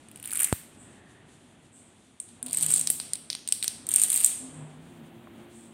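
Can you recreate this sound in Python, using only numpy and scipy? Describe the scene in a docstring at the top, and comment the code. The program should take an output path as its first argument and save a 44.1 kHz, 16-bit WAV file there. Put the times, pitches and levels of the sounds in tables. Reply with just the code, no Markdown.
"""Toppling rows of dominoes

Rows of plastic toy dominoes topple on a tiled floor in a bare room, close to a phone.
Three runs clatter past; around the second and up to the third, single tiles slap onto tiles lying flat.
Every collision is a short noise crack, decaying ring modes and a knock; a dense noise tail is the hard walls.
Under it lie filtered room noise, a faint low drone of wavering sines and one dull thump, a step in the
signal that swings back slowly."""
import sys
import numpy as np
from scipy import signal
from scipy.fft import rfft, irfft
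from scipy.io import wavfile
from scipy.ndimage import uniform_filter1d

SR = 44100
rng = np.random.default_rng(int(sys.argv[2]) if len(sys.argv) > 2 else 0)


def transcribe(u):
    """Save the signal u as a 16-bit wav file named by the first command-line argument.

    u: samples, shape (n,) or (channels, n), limited to [-1, 1]; the rate is SR.
    q: integer samples, one column per channel.
    """
    v = np.clip(np.atleast_2d(u).T, -1, 1)
    q = np.round(v * 32767).astype(np.int16)
    wavfile.write(sys.argv[1], SR, q)


N = 252693
TIME = np.arange(N) / SR
TOP_HZ = 15700
CLICK_S = 0.00048  # reference length of a click: its main ring carries the energy of unit power held this long
THUMP_S = 0.5269

# a row gathers speed, tumbles on and runs out; its echo share grows or shrinks as the front moves off or nears:
# start/s, rise/s, hold/s, fall/s, clatter level at full speed/dB, typical ring f/Hz, typical knock f/Hz,
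# basic knock level/dB, floor thud against the knock/dB, basic edge level/dB, room level at the start/dB,
# room growth/(dB/s)
RUNS = [(.24, .14, 0.054, .07, -30.5, 9230, 2750, -12, -17.5, -6, -4.5, -12),
        (2.461, 0.16, .15, 0.0738, -28.5, 8660, 3850, -15.5, -9, -14, -6.5, 5),
        (3.87, .09, .32, .05, -29, 8840, 3700, -16, -10, -11, -7.5, 14)]


def undb(db):
    """Decibels to gain."""
    return 10 ** (np.asarray(db) / 20)


def unit(x):
    """Scale to an rms of one."""
    return x / np.sqrt(np.mean(x ** 2))


def at_hz(points, hz):
    """Read a table on a log-frequency axis."""
    f, value = np.transpose(points)
    return np.interp(np.log(np.maximum(hz, 1)), np.log(f), value)


def noise(points):
    """Noise with the given spectrum, at an rms of one."""
    hz = np.arange(N // 2 + 1) * SR / N
    white = rfft(rng.standard_normal(N))
    return unit(irfft(white * undb(at_hz(points, hz)), N))


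def band(x, lo_hz, hi_hz, order=2):
    """Band-pass filter."""
    edges_hz = [lo_hz, min(hi_hz, SR / 2 - 1)]
    return signal.sosfilt(signal.butter(order, edges_hz, "band", fs=SR, output="sos"), x)


def walk(rate):
    """Slow random drift with an rms of one: random steps, rate per second, smoothed into ramps."""
    size = int(SR / rate)
    steps = np.repeat(rng.standard_normal(N // size + 1), size)
    return unit(uniform_filter1d(steps, size)[:N])


def add(track, s, sound):
    """Mix a sound into a track at time s."""
    i = int(max(s, 0) * SR)
    track[i:i + len(sound)] += sound[:max(N - i, 0)]


def toppling(wall_knock_db=-2, wall_edge_db=-7.5):
    """The distinct collisions, as they reach the phone and as they spread toward the walls."""
    direct, spread = np.zeros(N), np.zeros(N)
    for s, db, ring_hz, knock_hz, knock_db, thud_db, edge_db, room_db in strikes():
        near = collision(ring_hz, knock_hz, knock_db, edge_db, thud_db=thud_db)
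        toward_walls = blend(knock_hz, knock_db + wall_knock_db, edge_db + wall_edge_db)
        add(direct, s, undb(db) * near)
        add(spread, s, undb(db + room_db) * toward_walls)
    return direct, spread


def strikes():
    """Each distinct hit; a collision takes its colour from its run, its force and the speed of the row."""
    # the distinct collisions of the runs, from faint first taps to the hardest hits: t/s, level/dB, ring f/Hz
    run_hits = [(0.0856, -40, 8470), (0.1143, -39, 9740), (0.1591, -34, 9710), (0.1737, -40, 8360),
                (0.1992, -35, 9600), (0.2275, -29.5, 9630), (0.2573, -22.5, 9300), (0.2748, -25, 8900),
                (0.3167, -22.5, 8300), (0.3331, -16.5, 9290), (0.3554, -18.5, 9080), (0.3731, -14, 9270),
                (0.403, -10.5, 9060), (0.419, -17, 8300), (0.4321, -11, 8800), (0.4445, -7, 9020),
                (2.4278, -18, 9340), (2.463, -22.5, 9600), (2.5305, -12, 8570), (2.5469, -14.5, 8240),
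                (2.5718, -9, 8000), (2.6263, -8.5, 8980), (2.6634, -11.5, 9300), (2.7153, -10.5, 8040),
                (2.7227, -10, 8656), (2.7391, -4.5, 9600), (2.761, -8.5, 9050), (2.795, -11.5, 8780),
                (2.8124, -11, 8350), (3.8676, -23, 9100), (3.8896, -13, 9080), (3.9157, -13.5, 9000),
                (3.9389, -7, 8830), (3.9603, -1.5, 8920), (3.9974, -9, 9000), (4.0169, -5, 8760),
                (4.0264, -11.5, 9010), (4.0361, -6, 8770), (4.1019, -9.5, 8800), (4.1185, -12, 8900),
                (4.129, -14, 8600), (4.142, -10, 8460), (4.1609, -10.5, 8260), (4.1758, -11, 8489),
                (4.2028, -13.5, 8554), (4.246, -0.5, 8276), (4.2618, -7, 8970)]
    # single tiles slap down:
    # t/s, level/dB, knock f/Hz, knock level/dB, floor thud against the knock/dB, edge level/dB, room level/dB
    single_slaps = [(2.2008, -19, 3970, -22, -17, -31, -4), (2.2889, -40.5, 3870, -9.5, -19, -28, -7.5),
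                    (2.8729, -11.5, 5740, -4, -18, -9, -5.5), (2.9015, -8, 4000, -22.5, 3.5, -0.5, -0.5),
                    (3.0003, -18.5, 4544, -6, -8, -22.5, -1.5),
                    (3.1342, -11.5, 4770, -10.5, -22, -13.5, -7.5),
                    (3.155, -23, 4130, -10.5, -17.5, -32.5, -12), (3.3017, -20, 5050, 4, -27, -31.5, -5),
                    (3.3296, -26, 4630, 3.5, -18, -22, -18), (3.3509, -23, 4380, -1.5, -10, -20, -13),
                    (3.4756, -20.5, 4370, -7, -10, -14, -3.5), (3.4878, -15.5, 4160, -16, -11, -28, -5.5),
                    (3.5237, -5.5, 6400, -8, -11.5, -13, -6.5), (3.6268, -16, 3840, -4, -25, -19, -4.5),
                    (3.6353, -17.5, 4000, -25.5, -19, -18, 4), (3.6434, -19, 4350, -4.5, -9, -5, -11.5),
                    (3.6795, -11.5, 5900, -2.5, -24, -13.5, -9)]
    # a firm collision rings more than it knocks; each dB softer brings back some knock
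    firm_db, firm_knock_db, knock_per_db = -17.5, -6, 0.462
    slow_edge_db = 0.5  # bright edge of a row that barely moves, against full speed
    slap_ring_hz = 8720

    for s, db, ring_hz in run_hits:
        nearest = min(RUNS, key=lambda run: abs(run[0] - s))
        start, rise, hold, fall, _, _, knock_hz, knock_db, thud_db, edge_db, room_db, growth = nearest
        knock_db += firm_knock_db + knock_per_db * (firm_db - db)
        edge_db += slow_edge_db * (1 - speed(s, start, rise, hold, fall))
        yield s, db, ring_hz, knock_hz, knock_db, thud_db, edge_db, room_db + growth * (s - start)
    for s, db, *colour in single_slaps:
        yield s, db, slap_ring_hz, *colour


def speed(s, start, rise, hold, fall):
    """How fast a row tumbles at time s, from 0 to 1."""
    return np.interp(s, start + np.cumsum([0, rise, hold, fall]), [0, 1, 1, 0])


def collision(ring_hz, knock_hz, knock_db, edge_db, knock_cycles=1.58, thud_db=-15, thud_s=0.00075,
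              crack_db=-9, rattle_db=-9):
    """One tile meets another: the plastic cracks, knocks and rings, and the floor takes a short thud."""
    # modes of a tile's main ring, before tuning: f/Hz, relative level/dB, t60/s
    ring_modes = [(8675, 23, 0.015), (8170, -11, .007), (8860, -2, 0.018)]
    # modes of its bright edge, before tuning: f/Hz, relative level/dB, t60/s
    edge_modes = [(11800, -1.5, 0.018), (13330, -3, 0.0082), (14855, 1.5, 0.0049)]
    tile_hz = 8700  # ring pitch at which the main modes stay untuned
    contact_s, crack_s, rattle_s, uneven_db = .00013, .0008, .0012, 3
    t = np.arange(SR // 60) / SR

    press = 1 - np.exp(-t / contact_s)  # soft onset while the faces press together
    main = unit(press * ring(ring_modes, t, ring_hz / tile_hz, scatter=0.03, uneven_db=uneven_db))
    main = unit(main + undb(crack_db) * burst(t, crack_s, 7148, 9000, order=2))
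    edge = unit(press * ring(edge_modes, t, 0.91, scatter=0.1, uneven_db=2 * uneven_db))

    # the knock dies within a few swings, then the loose tile buzzes on
    cycles = knock_hz * t
    knock = unit(np.sin(2 * np.pi * cycles) * cycles * np.exp(-2 * cycles / knock_cycles))
    knock = unit(knock + undb(rattle_db) * burst(t, rattle_s, knock_hz / 2, knock_hz, order=2))
    knock = knock + undb(thud_db) * burst(t, thud_s, 150, 2200, order=1)

    click = main + undb(knock_db) * knock + undb(edge_db) * edge
    return click * np.sqrt(CLICK_S / t[-1])  # the ring has unit level over one click length


def ring(modes, t, tune, scatter, uneven_db):
    """Decaying modes; each tile is tuned and struck a little differently."""
    hz, db, t60 = np.transpose(modes)[:, :, None]
    detune, strength = rng.standard_normal((2, len(modes), 1))
    phase = 2 * np.pi * hz * tune * (1 + scatter * detune) * t
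    decay = np.exp(-np.log(1000) * t / t60)
    return np.sum(undb(db + uneven_db * strength) * np.sin(phase) * decay, axis=0)


def burst(t, decay_s, lo_hz, hi_hz, order):
    """A very short crack of decaying noise in one band."""
    crack = rng.standard_normal(len(t)) * np.exp(-t / decay_s)
    return unit(band(crack, lo_hz, hi_hz, order=order))


def blend(knock_hz, knock_db, edge_db, ring_lo_hz=7950, ring_hi_hz=9450, edge_lo_hz=10600,
          edge_hi_hz=15300, knock_width=1.797):
    """A collision as the walls hear it: the modes of all faces of both tiles merge into three broad humps."""
    tap = signal.unit_impulse(SR // 100)
    main = unit(band(tap, ring_lo_hz, ring_hi_hz, order=2))
    knock = unit(band(tap, knock_hz / knock_width, knock_hz * knock_width, order=2))
    edge = unit(band(np.roll(tap, SR // 1000), edge_lo_hz, edge_hi_hz, order=4))  # 1 ms later
    return (main + undb(knock_db) * knock + undb(edge_db) * edge) * np.sqrt(CLICK_S * SR / len(tap))


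def clatter(ring_spread=.042, knock_spread=0.26, colour_spread_db=3, slow_knock_db=8, edge_lift_db=1):
    """Behind the front of a run, leaning tiles slide and chatter: denser, louder, less hollow with speed."""
    slow_rate, full_rate = 90, 260  # contacts a second
    slow_db = -20.5  # clatter level of a row that barely moves, against full speed
    size_spread_db = 5
    direct, spread = np.zeros(N), np.zeros(N)
    for start, rise, hold, fall, db, ring_hz, knock_hz, knock_db, thud_db, edge_db, room_db, growth in RUNS:
        late, size, tune, hollow, bright = rng.standard_normal(size=(200, 5)).T
        waits = np.exp(late / 2)  # uneven gaps, in typical contact intervals
        gains = unit(undb(size_spread_db * np.clip(size, -2, 1.3)))  # clicks share the power unevenly
        when = start
        for wait, gain, z, h, b in zip(waits, gains, tune, hollow, bright):
            if when > start + rise + hold + fall:
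                break
            slow = 1 - speed(when, start, rise, hold, fall)
            rate = full_rate * (slow_rate / full_rate) ** slow
            click = collision(ring_hz * (1 + ring_spread * z),
                              knock_hz * np.exp(knock_spread * h),
                              knock_db + slow_knock_db * slow,
                              edge_db + edge_lift_db + colour_spread_db * b,
                              thud_db=thud_db)
            # denser clicks are each weaker, so the level does not depend on the rate
            click = click * gain * undb(db + slow_db * slow) / np.sqrt(rate * CLICK_S)
            add(direct, when, click)
            add(spread, when, undb(room_db + growth * (when - start)) * click)
            when += wait / rate
    return direct, spread


def room(x, first_s=0.00066, build_s=0.00047):
    """Hard walls: a dense noise tail that builds up quickly, each band decaying at its own pace."""
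    # colour of the echo: f/Hz, relative level/dB
    wall_levels = [(200, -0.5), (1000, 3), (2500, 1.9), (5500, 1.5), (9000, -6.5), (15000, -0.5)]
    # decay of the echo, shortest at the top: f/Hz, t60/s
    wall_decays = [(500, 0.79), (2000, 0.51), (6000, 0.62), (9000, 0.5305), (15000, 0.27)]
    t = np.arange(SR * 3 // 4) / SR
    hz = np.arange(len(t) // 2 + 1) * SR / len(t)
    spectrum = rfft(rng.standard_normal(len(t)))
    edges_hz = np.geomspace(60, 18000, 41)
    tail = np.zeros(len(t))
    for lo, hi in zip(edges_hz, edges_hz[1:]):
        centre = np.sqrt(lo * hi)
        part = irfft(spectrum * ((hz >= lo) & (hz < hi)), len(t))
        tail += part * undb(at_hz(wall_levels, centre) - 60 * t / at_hz(wall_decays, centre))
    tail *= 1 - np.exp(-np.maximum(t - first_s, 0) / build_s)
    return signal.fftconvolve(x, tail / np.sqrt(np.sum(tail ** 2)))[:N]


def dull_thump(thump_db=-6, low_hz=80, low_s=0.0047, low_db=-6, snap_s=0.00067, tick_db=-16):
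    """A dull thump: a sudden step in the signal that swings back slowly, with a bright tick on top."""
    t = np.arange(SR // 20) / SR
    step = -np.exp(-t / snap_s)
    swing = undb(low_db) * np.exp(-t / low_s) * np.sin(2 * np.pi * low_hz * t)
    low, tick = np.zeros(N), np.zeros(N)
    add(low, THUMP_S, undb(thump_db) * (swing + step))
    # the tick borrows the ring of a collision
    add(tick, THUMP_S, undb(tick_db) * collision(ring_hz=8690, knock_hz=2700, knock_db=-36, edge_db=-15))
    return band(low, 22, 2800, order=1), tick


def drone(waver_hz=5, waver_db=2.5, rush_db=-12):
    """Low sines that waver in pitch and level, with a dull rush of noise that follows their power."""
    # the drone swells twice: t/s, level/dB
    drone_swells = [(2.42, -48), (4.391, -44)]
    # the tones of each swell: delay/s, middle f/Hz, level against the swell/dB, rise/s, fade/s
    swell_tones = [(0, 259.5, 1.5, 0.051, 0.05), (.065, 159, 0.5, 0.17, .25), (.08, 254, -7, .13, .35)]
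    # a hum follows the last swell: middle f/Hz, level/dB
    hum_tones = [(230, -55), (346, -56)]
    hum_s, hum_rise_s, hum_fade_s = 4.82, 0.21, 2

    voices = []
    for s, db in drone_swells:
        for delay, hz, tone_db, rise, fade in swell_tones:
            voices.append((s + delay, hz, db + tone_db, rise, fade))
    for hz, db in hum_tones:
        voices.append((hum_s, hz, db, hum_rise_s, hum_fade_s))

    tones, power = np.zeros(N), np.zeros(N)
    for s, hz, db, rise, fade in voices:
        envelope = np.clip((TIME - s) / rise, 0, 1) * np.exp(-np.maximum(TIME - s - rise, 0) / fade)
        size = undb(db) * envelope
        phase = 2 * np.pi * np.cumsum(hz + waver_hz * walk(25)) / SR
        tones += size * undb(waver_db * walk(18)) * unit(np.sin(phase))
        power += size ** 2
    rush = unit(band(rng.standard_normal(N), 340, 950))
    return tones + undb(rush_db) * np.sqrt(power) * rush


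def faint_sounds(whine_s=1.088, whine_len_s=0.27, whine_db=-64, tap_s=5.272, tap_db=-42, tap_len_s=0.0022,
                 hiss_s=5.26, hiss_len_s=0.5, hiss_db=-70):
    """A thin whine, one soft tap and a brief airy hiss, each a noise band under its own envelope."""
    whine = unit(band(rng.standard_normal(N), 1640, 1925))
    whine = whine * np.exp(-((TIME - whine_s) / whine_len_s) ** 2)
    tap = unit(band(rng.standard_normal(N), 575, 1400))
    tap = tap * (TIME > tap_s) * np.exp(-np.abs(TIME - tap_s) / tap_len_s)
    tap = band(tap, 400, 1900)  # softens the sudden start
    hiss = unit(band(rng.standard_normal(N), 9500, 22000))
    hiss = hiss * np.exp(-np.square(((TIME - hiss_s) / hiss_len_s) ** 2))  # flat-topped swell
    return undb(whine_db) * whine + undb(tap_db) * tap + undb(hiss_db) * hiss


def background(split_hz=5200, waver_db=1, flicker_db=3):
    """Room rumble and a thin flickering hiss from one shaped noise, plus soft swells of treble noise."""
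    # room noise: f/Hz, relative level per Hz/dB
    air_spectrum = [(18, -55), (30, -25.5), (105, -4.5), (202, -6), (230, -1.5), (307, -6.5), (350, -8),
                    (492, -15.5), (691, -14.5), (1080, -20), (1290, -20.5), (3400, -24.5), (5310, -45.5),
                    (9190, -36.5), (15500, -75.5)]
    # middle level of the rumble, which wavers around it: t/s, level/dB
    rumble_levels = [(0, -54.5), (.9, -54), (2.2, -59.5), (2.7, -51), (3.4, -57), (4.5, -51.5), (5.7, -53)]
    # starts of the treble swells: t/s
    swell_times = [.759, 1.711, 4.5, 5.52]
    hiss_db, swell_db = -67, -55
    swell_rise_s, swell_fade_s = 0.046, 0.12

    s, level_db = np.transpose(rumble_levels)
    rumble_db = np.interp(TIME, s, level_db)
    air = noise(air_spectrum)
    rumble = unit(band(air, 20, split_hz, order=3)) * undb(rumble_db + waver_db * walk(6))
    hiss = unit(band(air, split_hz, TOP_HZ, order=3)) * undb(hiss_db + flicker_db * walk(22))
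    swell = np.zeros(N)
    for s in swell_times:
        swell += np.clip((TIME - s) / swell_rise_s, 0, 1) * np.exp(-((TIME - s) / swell_fade_s) ** 2 / 2)
    treble = unit(band(rng.standard_normal(N), 7600, 9020))
    return rumble + hiss + undb(swell_db) * swell * treble


def scene(chatter_room_db=0, thump_room_db=-27):
    """Tiles, their echo, the thump and the quiet room."""
    quiet = background() + drone() + faint_sounds()
    thump, tick = dull_thump()
    hits, spread = toppling()
    chatter, chatter_spread = clatter()
    add(spread, THUMP_S, undb(thump_room_db) * blend(knock_hz=2550, knock_db=-8.5, edge_db=4.5))
    echo = room(spread + undb(chatter_room_db) * chatter_spread)
    return (hits + tick + chatter + echo + thump + quiet)[None]


def record(dry):
    """The phone cuts the top with a steep low-pass."""
    return signal.sosfilt(signal.ellip(8, .2, 70, TOP_HZ, fs=SR, output="sos"), dry)


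dry = scene()
out = record(dry)
transcribe(out)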